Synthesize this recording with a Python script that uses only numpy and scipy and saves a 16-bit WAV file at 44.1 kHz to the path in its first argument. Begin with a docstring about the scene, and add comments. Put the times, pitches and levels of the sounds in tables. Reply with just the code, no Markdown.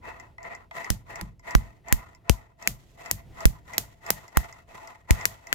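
"""A magneto is turned by hand on a workbench, close to a phone. Over a low room rumble, each push of
the hand excites slip noise and housing modes, and a faint drone grows; gear teeth and breaker tick.
As the armature flips, a spark cracks across a small gap between lead and housing: a shock front,
scattered noise and a bark. Some sparks jolt the microphones into a brief low swing, while decaying
bench modes thud. The small room answers ticks and sparks with a short decaying noise tail."""
import sys
import numpy as np
from scipy import signal
from scipy.fft import rfft, irfft
from scipy.io import wavfile
from scipy.ndimage import uniform_filter1d

SR = 44100
rng = np.random.default_rng(int(sys.argv[2]) if len(sys.argv) > 2 else 0)


def master(y):
    """Save y as 16-bit WAV."""
    cut = np.clip(np.atleast_2d(y).T, -1, 1)
    pcm = np.round(cut * 32767)  # scale
    wavfile.write(sys.argv[1], SR, pcm.astype(np.int16))


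N = 244314  # length in samples

# Pushes of the hand: start t/s, spin-up t/s, held t/s, run-down t/s, gear rub level/dB,
# dry sliding hiss level/dB
PUSHES = [(0.0, 0.045, 0.048, 0.34, -41.5, -62.5), (0.37, 0.062, 0.089, 0.2, -41.5, -64.5),
          (0.699, 0.054, 0.063, 0.27, -40, -52.5), (1.038, 0.061, 0.055, 0.24, -42.5, -58),
          (1.409, 0.07, 0.024, .38, -42, -56), (1.816, 0.08, 0.005, 0.39, -42.5, -58),
          (2.21, 0.098, 0.041, 0.28, -49, -66), (2.55, 0.077, 0.017, 0.24, -47, -56.5),
          (2.73, 0.063, 0.15, 0.36, -70.5, -68), (2.921, 0.095, 0.07, 0.28, -46, -56.5),
          (3.282, 0.11, 0.021, .33, -44.5, -55), (3.62, 0.091, 0.024, 0.36, -46, -53.5),
          (3.98, 0.087, 0.03, 0.39, -43.5, -53), (4.308, 0.07, 0.079, 0.29, -44.5, -56.5),
          (4.654, 0.055, 0.14, 0.29, -46, -59), (5.064, 0.045, 0.065, 0.39, -41, -51),
          (5.36, 0.11, 0.038, .2, -48.5, -59.5)]
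RUB_POWER, HISS_POWER = 2.43, 2.3  # amplitude grows as speed to this power
REST_SPEED = 0.022  # fraction of full speed; the armature never quite stands still
# Extra rub as the poles resist before a flip: level/dB, build-up t/s, release t/s
MAGNET_DB, MAGNET_S, RELEASE_S = 9, 0.059, 0.0058
FIRM_DB = -42  # gear rub of a firm push, level/dB

# Housing resonances: f/Hz, nominal width f/Hz, relative level/dB, left minus right level/dB
HOUSING_MODES = [(672.5, 40, 7.5, -0.5), (880, 87, 1.5, 5.5), (998, 50, 6.5, 0), (1207, 400, -4.5, -0.5),
                 (1445, 100, -7, -2.5), (1865, 200, -3, 11.5), (2041, 340, -2.5, 2), (2540, 190, -14, -4.5),
                 (2618, 120, -7.5, 3.5)]
# Spectrum of the gear and bearing rub: f/Hz, level/dB
RUB_SPECTRUM = [(100, -4), (300, -2.5), (500, 0.5), (800, 1.5), (1300, -5.5), (1620, -8), (2300, -9.5),
                (3000, -18.5), (4500, -23), (9000, -45.5)]
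# Spectrum of the dry sliding hiss: f/Hz, level/dB
HISS_SPECTRUM = [(1500, -7.5), (3200, -2.5), (5000, -8), (7400, -4.5), (9000, -16), (12000, -12),
                 (15500, -17), (16500, -31.5)]
# Spectrum of the room rumble: f/Hz, level/dB
AIR_SPECTRUM = [(20, -11), (50, 1.5), (110, 0), (200, -11), (350, -15.5), (700, -22.5), (1200, -36),
                (3000, -36), (8000, -47.5), (15500, -49.5)]

# Gear teeth taking up their slack: t/s, snap level/dB, housing knock level/dB
GEAR_TICKS = [(0.199, -8, -7.5), (0.382, -38, -2.5), (0.43, -8.5, -32), (0.450, -34, -1), (0.550, -6, -4.5),
              (0.711, -29, -1.5), (0.781, -33.5, 2.5), (1.395, -17.5, -18.5), (4.526, -6.5, -9.5)]
# The breaker snaps once before each spark, earlier when the hand pauses in between: t/s
BREAKER_SNAPS = [0.845, 1.157, 1.508, 1.884, 2.149, 2.625, 3.06, 3.406, 3.735, 4.064, 4.28, 4.874, 5.211,
                 5.47]
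BREAKER_SNAP_DB, BREAKER_KNOCK_DB = -2, -3  # relative level/dB under a firm push
SNAP_PER_PUSH, KNOCK_PER_PUSH = 0.53, 0.8  # dB per dB of the push
# Spectrum of the snap: f/Hz, level/dB
SNAP_SPECTRUM = [(1500, -12.5), (3500, -29.5), (5000, 9.5), (6400, 4), (7500, 7.5), (9000, -17.5),
                 (12000, -9.5), (16000, -15)]
# Spectrum of the room's answer: f/Hz, level/dB
ROOM_SPECTRUM = [(150, 0), (500, -2.5), (1000, -11), (2000, -7), (4000, -5.5), (7000, -1.5), (9000, -7.5),
                 (13500, -1), (15500, -10), (16500, -28)]

# Sparks: t/s, crack level/dB, extra treble level/dB, bark of the gap level/dB, bark f/Hz, # bench knock
# level/dB, left minus right level/dB, bench thud level/dB (levels relative)
SPARKS = [(0.9030, -4.5, -13, -12, 1920, -0.5, 5.5, 4.5), (1.212, -20.5, -29, -28, 1830, -16.5, -15, 5),
          (1.5510, -8.5, -5.5, 4.5, 1205, 4, -3, 8.5), (1.9255, -6.5, 6.5, 0, 1914, -7.5, 3, 0.5),
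          (2.2959, -2.5, -8, -2, 2660, 4.5, 3, 1), (2.6746, -3, -0.5, 4, 2200, -6.5, 1.5, 3),
          (3.1123, -8, 9, -4, 1780, -4, 0, 2), (3.4550, -6, 5.5, 4.5, 1407, 5.5, -2, 5),
          (3.7810, -2.5, 0, -3.5, 1900, -4.5, -4.5, -4), (4.1043, -5.5, 9, -2.5, 1900, 2, -3, -1),
          (4.3718, -7.5, 4, -1, 1320, 0, -3, -1.5), (5.1078, -3.5, -6, 0.5, 2240, -10, -4, 4),
          (5.2547, -4, 0, 4.5, 1790, -10.5, 2, -4.5), (5.5280, -11, 1.5, 5.5, 1600, -2, 6, 0.5)]
# Spectrum of the crack: f/Hz, level/dB
CRACK_SPECTRUM = [(100, -12.5), (400, 1), (1000, -11.5), (2200, -11), (3200, -6), (4200, -2), (6500, 3),
                  (8500, -4), (11000, -1), (14000, -0.5), (16000, -8)]
# Microphone jolts: t/s, left level/dB, right level/dB, left swing f/Hz, right swing f/Hz
JOLTS = [(0.9030, -21, -10.5, 47, 46), (1.5510, -6, -1, 55.7, 37.2), (1.9254, -9, -5, 34.8, 41.5),
         (2.2981, -2, -19.5, 54, 65.3), (3.454, -3, 0, 56, 36), (4.37, -9, -5, 66.7, 44),
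         (5.1066, -3, -3.5, 37, 66.3)]
# Bench modes: nominal f/Hz, 60 dB decay t/s, nominal relative level/dB
BENCH_MODES = [(48.8, 0.27, 3.5), (97.1, 0.29, -3), (116.4, 0.29, -2.5), (150.4, 0.25, -4.5),
               (190.2, 0.16, -2.5), (223, 0.26, -13), (314.8, 0.11, -10.5)]
TOP_HZ = 16500  # upper limit of the phone's band, f/Hz


def undb(db):
    """Amplitude ratio: gain is ten to the power of level/dB over 20."""
    return 10 ** (np.asarray(db) / 20)


def unit(x):
    """Normalisation to a root mean square of 1."""
    return x / np.sqrt(np.mean(x ** 2))


def unit_energy(x):
    """Normalisation of each channel to energy 1."""
    return x / np.sqrt(np.sum(x ** 2, axis=-1, keepdims=True))


def add(out, s, sound):
    """Superposition: a sound is added into the mix from time s."""
    i = max(int(s * SR), 0)
    out[:, i:i + sound.shape[-1]] += sound[..., :N - i]


def pan(left_minus_right_db):
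    """Level difference: shared equally, with opposite sign, between left and right gains."""
    return undb(np.array([[left_minus_right_db], [-left_minus_right_db]]) / 2)


def colour(x, points, size=2048):
    """Minimum-phase filtering: a folded cepstrum turns a magnitude spectrum into a causal response."""
    hz, db = np.transpose(points)
    f = np.maximum(np.arange(size // 2 + 1) * SR / size, 1)
    log_gain = np.log(undb(np.interp(np.log(f), np.log(hz), db)))
    cepstrum = irfft(log_gain)
    cepstrum[1:size // 2] *= 2
    cepstrum[size // 2 + 1:] = 0
    response = irfft(np.exp(rfft(cepstrum)))
    return signal.fftconvolve(x, response[None], axes=-1)[:, :x.shape[-1]]


def resonate(x, hz, width):
    """Second-order resonance: gain is 1 at the centre and falls on either side."""
    return signal.lfilter(*signal.iirpeak(hz, hz / width, fs=SR), x)


def brighten(x, db, hz=9000):
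    """Treble shelf: the part above a first-order corner is added with a weight."""
    treble = signal.sosfilt(signal.butter(1, hz, "high", fs=SR, output="sos"), x)
    return x + (undb(db) - 1) * treble


def walk(rate):
    """Smoothed random steps: a moving average joins them into a wander of unit rms."""
    k = int(SR / rate)
    steps = np.repeat(rng.standard_normal(N // k + 1), k)
    return unit(uniform_filter1d(steps, k)[:N])


def pushes():
    """Driven rotation: each push spins up and holds, friction slows evenly; speed sets rub and hiss/dB."""
    t, rub, hiss, load = np.arange(N) / SR, 0, 0, 0
    for s, up_s, held_s, down_s, rub_db, hiss_db in PUSHES:
        corners = s + np.cumsum([0, up_s, held_s, down_s])
        speed = np.interp(t, corners, [REST_SPEED, 1, 1, REST_SPEED])
        rub = np.maximum(rub, undb(rub_db) * speed ** RUB_POWER)
        hiss = np.maximum(hiss, undb(hiss_db) * speed ** HISS_POWER)
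    # the magnets load the gears more and more until the armature flips
    for s, *_ in SPARKS:
        load = np.maximum(load, np.exp(-np.maximum((s - t) / MAGNET_S, (t - s) / RELEASE_S)))
    return 20 * np.log10(rub) + MAGNET_DB * load, 20 * np.log10(hiss)


def housing(x, wander_db=0):
    """Modal superposition: the cast body rings; as the contact shifts, modes flare and fade separately."""
    rings = 0
    for k, (hz, width, db, pan_db) in enumerate(HOUSING_MODES):
        gain = pan(pan_db) * undb(db + wander_db * walk(22)[:x.shape[-1]])
        mode = resonate(resonate(x, hz, 0.59 * width), hz, 2.7 * width)
        rings = rings + gain * mode * (-1) ** k  # neighbouring modes have opposite sign
    return unit(rings)


def rubbing(push_db, slide_db, ring_db=-1, rub_db=-6, hiss_db=1, grit_db=2.0, flutter_db=2.5,
            hiss_pan_db=-3, sing_db=-10, bite=0.97):
    """Stick-slip friction: tiny slips in gears and bearings ring the housing, swelling with each push."""
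    slips = rng.standard_normal((4, 2, N)) * undb(grit_db * walk(1100) + flutter_db * walk(80))
    body = undb(ring_db) * housing(slips[0], wander_db=3)
    body += undb(rub_db) * unit(colour(slips[1], RUB_SPECTRUM))
    # a firm push makes the gear wheel sing, mostly towards the left
    wheel = unit(resonate(resonate(slips[3], hz=1910, width=160), hz=1880, width=420))
    wheel = wheel * undb([[0], [-5]])
    body += wheel * undb(sing_db + bite * (push_db - FIRM_DB) + 2 * walk(34))
    hiss = unit(colour(slips[2], HISS_SPECTRUM)) * undb(hiss_db) * pan(hiss_pan_db)
    return undb(push_db) * body + undb(slide_db) * hiss


def background(push_db, air_db=-58, side_db=-7, hum_hz=680, hum_width=45, hum_db=-62, hum_full_s=2,
               hum_follows=0.37):
    """Partly coherent noise: rumble mostly alike in both ears, and a resonant drone swelling with pushes."""
    noise = rng.standard_normal((3, N))
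    shared = noise[0] + undb(side_db) * noise[1:]
    air = unit(colour(shared, AIR_SPECTRUM, size=8192)) * undb(3.1 * walk(5.6))
    drone = resonate(rng.standard_normal((2, N)), hum_hz, hum_width)
    drone = unit(resonate(drone, hum_hz, 2 * hum_width))
    drone_db = hum_db + hum_follows * (push_db - FIRM_DB) + 1.3 * walk(11)
    growth = np.minimum(np.arange(N) / SR / hum_full_s, 1) ** 2
    return undb(air_db) * air + undb(drone_db) * drone * growth


def burst(decay_s, size=4096):
    """Scattering: nearby surfaces turn a blow into decaying noise, different at each microphone."""
    return rng.standard_normal((2, size)) * np.exp(-np.arange(size) / SR / decay_s)


def room(x, t60, wet_db, build_s=0.0022):
    """Diffuse reverberation: a small workshop answers with a dense, bright, short exponential tail."""
    t = np.arange(SR // 2) / SR
    tail = colour(rng.standard_normal((2, len(t))), ROOM_SPECTRUM)
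    tail = tail * undb(-60 * t / t60) * (1 - np.exp(-t / build_s))
    return undb(wet_db) * signal.fftconvolve(x, unit_energy(tail), axes=-1)[:, :N]


def ticks(push_db, snap_db=-19, knock_db=-11, ping_db=-3):
    """Impact excitation: breaker (harder under a firm push) and gear teeth snap and knock the housing."""
    out, breaker = np.zeros((2, N)), []
    for s in BREAKER_SNAPS:
        force = push_db[int(s * SR)] - FIRM_DB
        snap = BREAKER_SNAP_DB + SNAP_PER_PUSH * force
        knock = BREAKER_KNOCK_DB + KNOCK_PER_PUSH * force
        breaker.append((s, snap, knock))
    for s, snap, knock in breaker + list(GEAR_TICKS):
        blow = burst(decay_s=0.0015)
        ping = unit_energy(resonate(blow, hz=2046, width=27))
        body = unit_energy(housing(blow)) + undb(ping_db) * ping
        add(out, s, undb(snap_db + snap) * unit_energy(colour(blow, SNAP_SPECTRUM)))
        add(out, s, undb(knock_db + knock) * unit_energy(body))
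    return out + room(out, t60=0.047, wet_db=-8)


def sparks(crack_db=8.0, front_db=3, bark_db=3, bark_width=720, pop_db=-4, pop_hz=550, pop_width=650,
           hold_s=0.0027, sustain_s=0.0014, bounce_s=0.0048, bounce_db=-22):
    """Shock radiation: a front rattles between housing and bench, then spreads into the room."""
    near, far = np.zeros((2, N)), np.zeros((1, N))
    shock = signal.unit_impulse((1, 4096), (0, 8))
    front = -unit_energy(colour(shock, CRACK_SPECTRUM))
    # a short knock of the bench
    pop = unit_energy(resonate(resonate(shock, pop_hz, pop_width), pop_hz, 2 * pop_width))
    for s, db, top_db, gap_db, bark_hz, bench_knock_db, pan_db, _ in SPARKS:
        rattle = burst(decay_s=0.0007)
        # the first reflections stay strong
        rattle *= np.exp(np.minimum(np.arange(rattle.shape[1]) / SR, hold_s) / sustain_s)
        crack = undb(front_db) * front + undb(crack_db) * unit_energy(colour(rattle, CRACK_SPECTRUM))
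        crack = brighten(crack, top_db)
        bark = resonate(burst(decay_s=0.0001), bark_hz, bark_width)
        bark = unit_energy(resonate(bark, bark_hz, 3 * bark_width))
        sound = undb(db) * crack + undb(bark_db + gap_db) * bark + undb(pop_db + bench_knock_db) * pop
        sound = sound * pan(pan_db)
        add(near, s, sound)
        # off something across the bench, with left and right exchanged
        add(near, s + bounce_s, undb(bounce_db) * sound[::-1])
        add(far, s, brighten(undb(db) * signal.unit_impulse((1, 64)), top_db / 2))
    return near + room(far, t60=0.18, wet_db=-3.0)


def jolts(rise_s=0.0013, decay_s=0.014, onset_s=0.0012, lead_turns=0.55, lead_s=0.0015, ring_hz=760,
          ring_s=0.00014, ring_db=-5, swing_db=0):
    """Damped oscillation: some sparks throw the microphones oppositely; they ring, then swing back."""
    out, t = np.zeros((2, N)), np.arange(SR // 5) / SR
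    late = np.maximum(t - onset_s, 0)
    for s, left_db, right_db, left_hz, right_hz in JOLTS:
        size = undb([[left_db], [right_db]]) * [[1], [-1]]
        # phase in cycles: the lead makes the swing start fast
        turns = np.array([[left_hz], [right_hz]]) * late + lead_turns * (1 - np.exp(-late / lead_s))
        swing = np.sin(2 * np.pi * turns) * np.exp(-late / decay_s)
        ring_envelope = (t / rise_s) * np.exp(1 - t / rise_s - (t / ring_s / 2) ** 2)
        ring = np.sin(2 * np.pi * ring_hz * t) * ring_envelope
        ring_size = np.sign(size) * np.sqrt(np.abs(size))
        add(out, s, undb(swing_db) * size * swing + undb(ring_db) * ring_size * ring)
    return out


def thuds(thud_db=-35, build_cycles=1.3, rumble_db=-47, rumble_s=0.079):
    """Modal decay: the armature snaps past its poles; low bench modes build slower, so the thud sinks."""
    out, t = np.zeros((2, N)), np.arange(SR // 2) / SR
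    for s, *_, db in SPARKS:
        modes = 0
        for hz, t60, mode_db in BENCH_MODES:
            level_chance, pitch_chance, phase = rng.standard_normal(3)
            envelope = undb(mode_db + 2 * level_chance - 60 * t / t60)
            envelope = envelope * (1 - np.exp(-hz * t / build_cycles))
            modes = modes + envelope * np.sin(2 * np.pi * (hz * (1 + 0.037 * pitch_chance) * t + phase))
        rumble = resonate(rng.standard_normal((2, len(t))), hz=109, width=110)
        rumble = unit(resonate(rumble, hz=107, width=76)) * np.exp(-t / rumble_s)
        add(out, s, undb(db) * (undb(thud_db) * modes + undb(rumble_db) * rumble))
    return out


def scene():
    """Linear superposition: sparks and their recoil over the turning magneto and the room."""
    push_db, slide_db = pushes()
    strokes = sparks() + ticks(push_db) + jolts() + thuds()
    return strokes + rubbing(push_db, slide_db) + background(push_db)


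def record(dry):
    """Saturation and band limit: the phone clips the tips of the cracks and cuts the top."""
    clipped = np.clip(dry, -0.85, 0.85)
    return signal.sosfilt(signal.ellip(8, 0.2, 70, TOP_HZ, fs=SR, output="sos"), clipped)


dry = scene()
out = record(dry)
master(out)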